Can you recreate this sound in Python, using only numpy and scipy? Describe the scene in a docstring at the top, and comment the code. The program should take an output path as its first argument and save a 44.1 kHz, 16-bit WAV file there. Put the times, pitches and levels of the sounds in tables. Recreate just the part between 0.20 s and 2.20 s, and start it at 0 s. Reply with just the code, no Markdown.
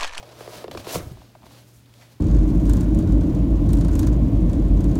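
"""Trouser cloth rubs in strokes over a leather boot as it shifts on the floor of a small room.
Creases in the leather buckle with falling pops and dry crackles, and the hollow shaft rings with
the rubbing and the pops. The sole drags, slips and bumps along the floor; a mains hum runs underneath.
One microphone at knee height, with the short reflections of the room behind the boot."""
import sys
import numpy as np
from scipy import signal
from scipy.fft import rfft, irfft
from scipy.io import wavfile
from scipy.ndimage import uniform_filter1d

SR = 44100
rng = np.random.default_rng(int(sys.argv[2]) if len(sys.argv) > 2 else 0)


def transcribe(signal):
    """Save signal, clipped to [-1, 1], as a 16-bit WAV file at the path in sys.argv[1]."""
    frames = np.atleast_2d(signal).T
    limited = np.clip(frames, -1, 1)
    pcm = np.round(limited * 32767).astype(np.int16)
    wavfile.write(sys.argv[1], SR, pcm)


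N = 88200

# hiss of cloth, also the crisp top of a slipping sole: frequency_hz, gain_db
HISS_SPECTRUM = [(3000, -13), (6000, 0), (8000, -2), (10500, -1), (13000, -4), (16000, -4.5)]


def undb(db):
    return 10 ** (np.asarray(db) / 20)


def unit_rms(x):
    return x / np.sqrt(np.mean(x ** 2))


def since(start_s):
    return np.maximum(np.arange(N) / SR - start_s, 0)


def colour(x, spectrum):
    """Filter by a curve through points of frequency_hz, gain_db."""
    hz, db = np.array(spectrum, float).T
    bin_hz = np.maximum(np.arange(N + 1) * SR / (2 * N), 1)
    gain = undb(np.interp(np.log(bin_hz), np.log(hz), db))
    return irfft(rfft(x, 2 * N) * gain)[:N]


def noise(spectrum):
    return unit_rms(colour(rng.standard_normal(N), spectrum))


def wander(per_s):
    """Smooth random drift with a spread near 1."""
    hold = max(int(SR / per_s), 2)
    steps = rng.standard_normal(N)[np.arange(N) // hold]
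    return unit_rms(uniform_filter1d(steps, hold))


def friction(spectrum, grains_per_s=14000, spread_db=0.5, catches_per_s=110, catch_db=1.1):
    """Dense tiny releases of uneven size, in bunches as the surfaces catch."""
    hits = rng.random(N) < grains_per_s / SR
    grains = hits * rng.standard_normal(N) * undb(spread_db * np.minimum(rng.exponential(size=N), 4))
    bunching = undb(catch_db * wander(catches_per_s))
    return unit_rms(colour(grains * bunching, spectrum))


def room_tone(hum_hz=118.5, hum_db=-52.5, octave_db=-19.5, waver_db=0.5, air_db=-56):
    """A slightly wavering mains hum over still room air."""
    # room air: frequency_hz, gain_db
    air_spectrum = [(20, -38), (55, -0.5), (140, -4), (250, -5), (500, -15), (1000, -20), (2000, -22),
                    (4500, -23.5), (8000, -29), (16000, -30.5)]
    phase = 2 * np.pi * hum_hz * since(0)
    hum = unit_rms(np.sin(phase) + undb(octave_db) * np.sin(2 * phase))
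    return undb(hum_db + waver_db * wander(per_s=9.1)) * hum + undb(air_db) * noise(air_spectrum)


def small_room(x, t60_s=0.43, gap_s=0.0045, reflections_db=-18.5):
    """The direct sound reaches the microphone, then short, dull reflections from floor and walls."""
    # reflections: frequency_hz, gain_db
    tail_spectrum = [(60, -35), (170, -18.5), (300, 3.5), (700, -2), (2000, 1.5), (8000, -13),
                     (16000, -33.5)]
    t = since(gap_s)
    tail = noise(tail_spectrum) * (t > 0) * np.exp(-np.log(1000) * t / t60_s)
    tail /= np.sqrt(np.sum(tail ** 2))
    return x + undb(reflections_db) * signal.fftconvolve(x, tail)[:N]


def sole_drag():
    """The sole judders over the floor, most of all while the foot swings forward."""
    # course of the drag: time_s, level_db
    drag_levels = [(0, -63), (.42, -59), (0.499, -46.5), (0.588, -41), (.64, -51.5), (.72, -48),
                   (.78, -44.5), (.83, -48), (.94, -60), (1.03, -58), (1.15, -63), (1.3, -56), (1.5, -67),
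                   (2, -66)]
    # low rumble of the sole: frequency_hz, gain_db
    rumble_spectrum = [(25, -34), (60, -2.5), (120, -3.5), (190, -3.5), (300, -3.5), (400, -15.5),
                       (700, -26), (2000, -57)]
    time_s, level_db = np.array(drag_levels).T
    return undb(np.interp(since(0), time_s, level_db)) * friction(rumble_spectrum)


def sole_slips():
    """The sole lets go for a few milliseconds of coarse scraping with a crisp top."""
    # gritty slips: start_s, scrape_db, top_db, length_s
    slips = [(.003, -46.5, -62, 0.0071), (0.027, -42, -57, 0.0076), (0.513, -31.5, -47.5, 0.0048),
             (.574, -30, -47.5, .0045), (0.645, -42, -53, 0.0084), (1.256, -52, -58.5, 0.012),
             (1.739, -59, -51, 0.0014)]
    # scrape of the sole: frequency_hz, gain_db
    scrape_spectrum = [(30, -35), (150, -5), (400, 7), (800, 11), (1500, -6.5), (2700, 0), (6000, -8.5),
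                       (9000, -24), (16000, -28)]
    out, scrape, top = np.zeros(N), friction(scrape_spectrum), friction(HISS_SPECTRUM)
    for start_s, scrape_db, top_db, length_s in slips:
        t = since(start_s)
        burst = (t > 0) * np.exp(-(t / length_s) ** 2 / 2)
        out += burst * (undb(scrape_db) * scrape + undb(top_db) * top)
    return out


def sole_bumps(attack_s=0.0021, thud_db=-13.5):
    """Soft blows of the sole: a damped low note and a thud of the floor."""
    # dull blows: start_s, level_db, pitch_hz, decay_s
    bumps = [(0.53, -44, 87, .012), (0.584, -35.5, 103, 0.016), (.75, -24, 125, 0.015),
             (0.7602, -21.5, 175, .016), (0.776, -25.5, 88.5, 0.02), (0.827, -28, 55.5, 0.016),
             (0.867, -26.5, 85.5, 0.014), (0.9135, -24, 128, 0.011), (.952, -44, 60, 0.057),
             (0.986, -34.5, 59, 0.01), (1.236, -45.5, 200, 0.025)]
    # thud of the floor: frequency_hz, gain_db
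    thud_spectrum = [(20, -19), (45, 5), (110, 10), (200, -3.5), (340, -1.5), (600, -24), (1500, -31)]
    out, floor = np.zeros(N), noise(thud_spectrum)
    for start_s, level_db, pitch_hz, decay_s in bumps:
        t = since(start_s)
        ring = np.sin(2 * np.pi * pitch_hz * t) * np.exp(-t / decay_s)
        thud = undb(thud_db) * floor * np.exp(-t / (2 * decay_s))
        out += undb(level_db) * (1 - np.exp(-t / attack_s)) * (ring + thud)
    return out


def boot_ring(x):
    """The hollow boot rings when x shakes it."""
    # resonances of the boot: pitch_hz, width_hz, gain_db
    modes = [(338, 24, 4.5), (420, 17, -24.5), (616, 17, 3), (622, 18.4, -2.5), (978, 53, 2.5),
             (1235, 110, -14.5)]
    return sum(undb(gain_db) * signal.lfilter(*signal.iirpeak(pitch_hz, pitch_hz / width_hz, fs=SR), x)
               for pitch_hz, width_hz, gain_db in modes)


def leather_crackles():
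    """Folds of leather grind against each other, each in one narrow band."""
    # dry crackles: start_s, level_db, centre_hz, length_s
    crackles = [(0.573, -33, 940, 0.0027), (0.797, -40, 1310, 0.0035), (.806, -41, 1250, 0.0035),
                (1.265, -52, 3550, 0.0046), (1.659, -57, 3000, .005), (1.738, -53, 3160, .004),
                (1.81, -51.5, 1930, 0.02)]
    out, grit = np.zeros(N), friction([(100, 0), (16000, 0)])  # flat spectrum
    for start_s, level_db, centre_hz, length_s in crackles:
        t = since(start_s)
        band = unit_rms(signal.lfilter(*signal.iirpeak(centre_hz, Q=2.8, fs=SR), grit))
        burst = (t > 0) * np.exp(-(t / length_s) ** 2 / 2)
        out += undb(level_db) * burst * band
    return out


def crease_pops(sweep_hz=1300, fall_s=0.002, attack_s=0.0009, hold_cycles=1.9, boot_db=-6.5):
    """A fold snaps with a tick; its rough ring drops quickly to a low note and shakes the boot."""
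    # buckling creases: start_s, level_db, end_pitch_hz, decay_s
    pops = [(0.2074, -28.5, 342, 0.002), (0.2762, -30, 321, 0.0013), (0.442, -26, 324, 0.0028),
            (.4805, -28.5, 322, 0.003), (.549, -27, 311, 0.0054), (0.6692, -27.5, 310, 0.0027),
            (0.7556, -18.5, 335, 0.0013), (0.796, -33, 284, 0.01), (.971, -45.5, 530, 0.0028),
            (1.017, -45.5, 550, 0.0029), (1.1507, -40.5, 562, 0.0053), (1.221, -48, 576, 0.0028),
            (1.231, -45, 570, 0.0046), (1.239, -44.5, 600, 0.0029), (1.265, -43.5, 595, 0.0035),
            (1.309, -48, 654, 0.0013)]
    # tick of the snap: frequency_hz, gain_db
    tick_spectrum = [(600, 1.5), (1300, 2), (2700, -1.5), (5000, -4.5), (7000, -24), (15000, -25)]
    overtone_ratio, overtone_db = 1.73, -19
    tick_db, tick_s, rough_db = -9.5, 0.0023, 2.5
    out, snap = np.zeros(N), noise(tick_spectrum)
    roughness = unit_rms(undb(rough_db * wander(per_s=2400)))
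    for start_s, level_db, end_pitch_hz, decay_s in pops:
        t = since(start_s)
        phase = 2 * np.pi * (end_pitch_hz * t + sweep_hz * fall_s * t / (t + fall_s))
        attack = 1 - np.exp(-t / attack_s)
        decay = np.exp(-np.maximum(t - hold_cycles / end_pitch_hz, 0) / decay_s)
        ring = roughness * (np.sin(phase) + undb(overtone_db) * np.sin(overtone_ratio * phase))
        tick = undb(tick_db) * (t > 0) * np.exp(-t / tick_s) * snap
        out += undb(level_db) * (attack * decay * ring + tick)
    return out + undb(boot_db) * boot_ring(out)


def cloth_rubbing(swell_exponent=1.47, boot_db=-1):
    """Each stroke swells and fades: rasp of leather, hiss of cloth and the hollow ring of the shaft."""
    # strokes of cloth over the boot: peak_s, rise_s, fall_s, rasp_db, hiss_db, body_db
    strokes = [(0.088, 0.072, 0.21, -53.5, -61.5, -49), (.215, 0.058, 0.12, -48.5, -54.5, -47),
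               (0.356, 0.071, 0.065, -42, -48, -43), (0.421, 0.055, 0.023, -50.5, -56, -46),
               (.538, 0.024, 0.029, -47.5, -54.5, -46), (0.599, 0.027, 0.031, -44, -50, -47),
               (.7, 0.042, 0.033, -36.5, -43, -41), (.746, 0.036, 0.034, -32, -32.5, -35),
               (0.829, 0.12, 0.073, -58, -53.5, -49), (.91, 0.038, 0.021, -55.5, -72, -58),
               (1.03, 0.15, 0.088, -58.5, -69, -62.5), (1.262, .025, 0.031, -58.5, -64, -55.5),
               (1.33, 0.042, 0.057, -54, -60, -59), (1.384, 0.082, 0.055, -55, -57.5, -61.5),
               (1.49, 0.035, 0.04, -63.5, -61.5, -71), (1.555, 0.043, 0.049, -73, -58, -72),
               (1.825, 0.089, 0.07, -56, -61.5, -62), (1.922, 0.017, .025, -58, -61.5, -61)]
    # rasp of leather: frequency_hz, gain_db
    rasp_spectrum = [(100, -41), (600, 9), (1200, -4), (2000, -3.5), (3000, -1.5), (4300, -1.5),
                     (6000, -7.5), (8000, -16), (14000, -32.5)]
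    # hollow body of the shaft: frequency_hz, gain_db
    body_spectrum = [(30, -25), (120, -7), (250, -5), (350, -5.5), (480, 0.5), (620, -2), (800, -9),
                     (1100, -9), (1600, -12), (3500, -38)]
    t, power = since(0), np.zeros((3, N))
    for peak_s, rise_s, fall_s, *levels_db in strokes:
        width_s = np.where(t < peak_s, rise_s, fall_s)
        swell = np.exp(-(np.abs(t - peak_s) / width_s) ** swell_exponent)
        power += (undb(levels_db)[:, None] * swell) ** 2
    shaft_rub = friction(body_spectrum)
    body = unit_rms(shaft_rub + undb(boot_db) * boot_ring(shaft_rub))
    rasp, hiss = friction(rasp_spectrum), friction(HISS_SPECTRUM)
    return np.sum(np.sqrt(power) * [rasp, hiss, body], axis=0)


def scene():
    """The boot in the small room, over the room tone, in mono."""
    boot = cloth_rubbing() + sole_drag() + crease_pops() + leather_crackles()
    boot += sole_slips() + sole_bumps()
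    return (small_room(boot) + room_tone())[None]


def record(dry):
    """The microphone chain cuts the highest treble steeply."""
    cutoff_hz = 15900
    return signal.sosfilt(signal.ellip(10, 0.2, 75, cutoff_hz, fs=SR, output="sos"), dry)


dry = scene()
out = record(dry)
transcribe(out)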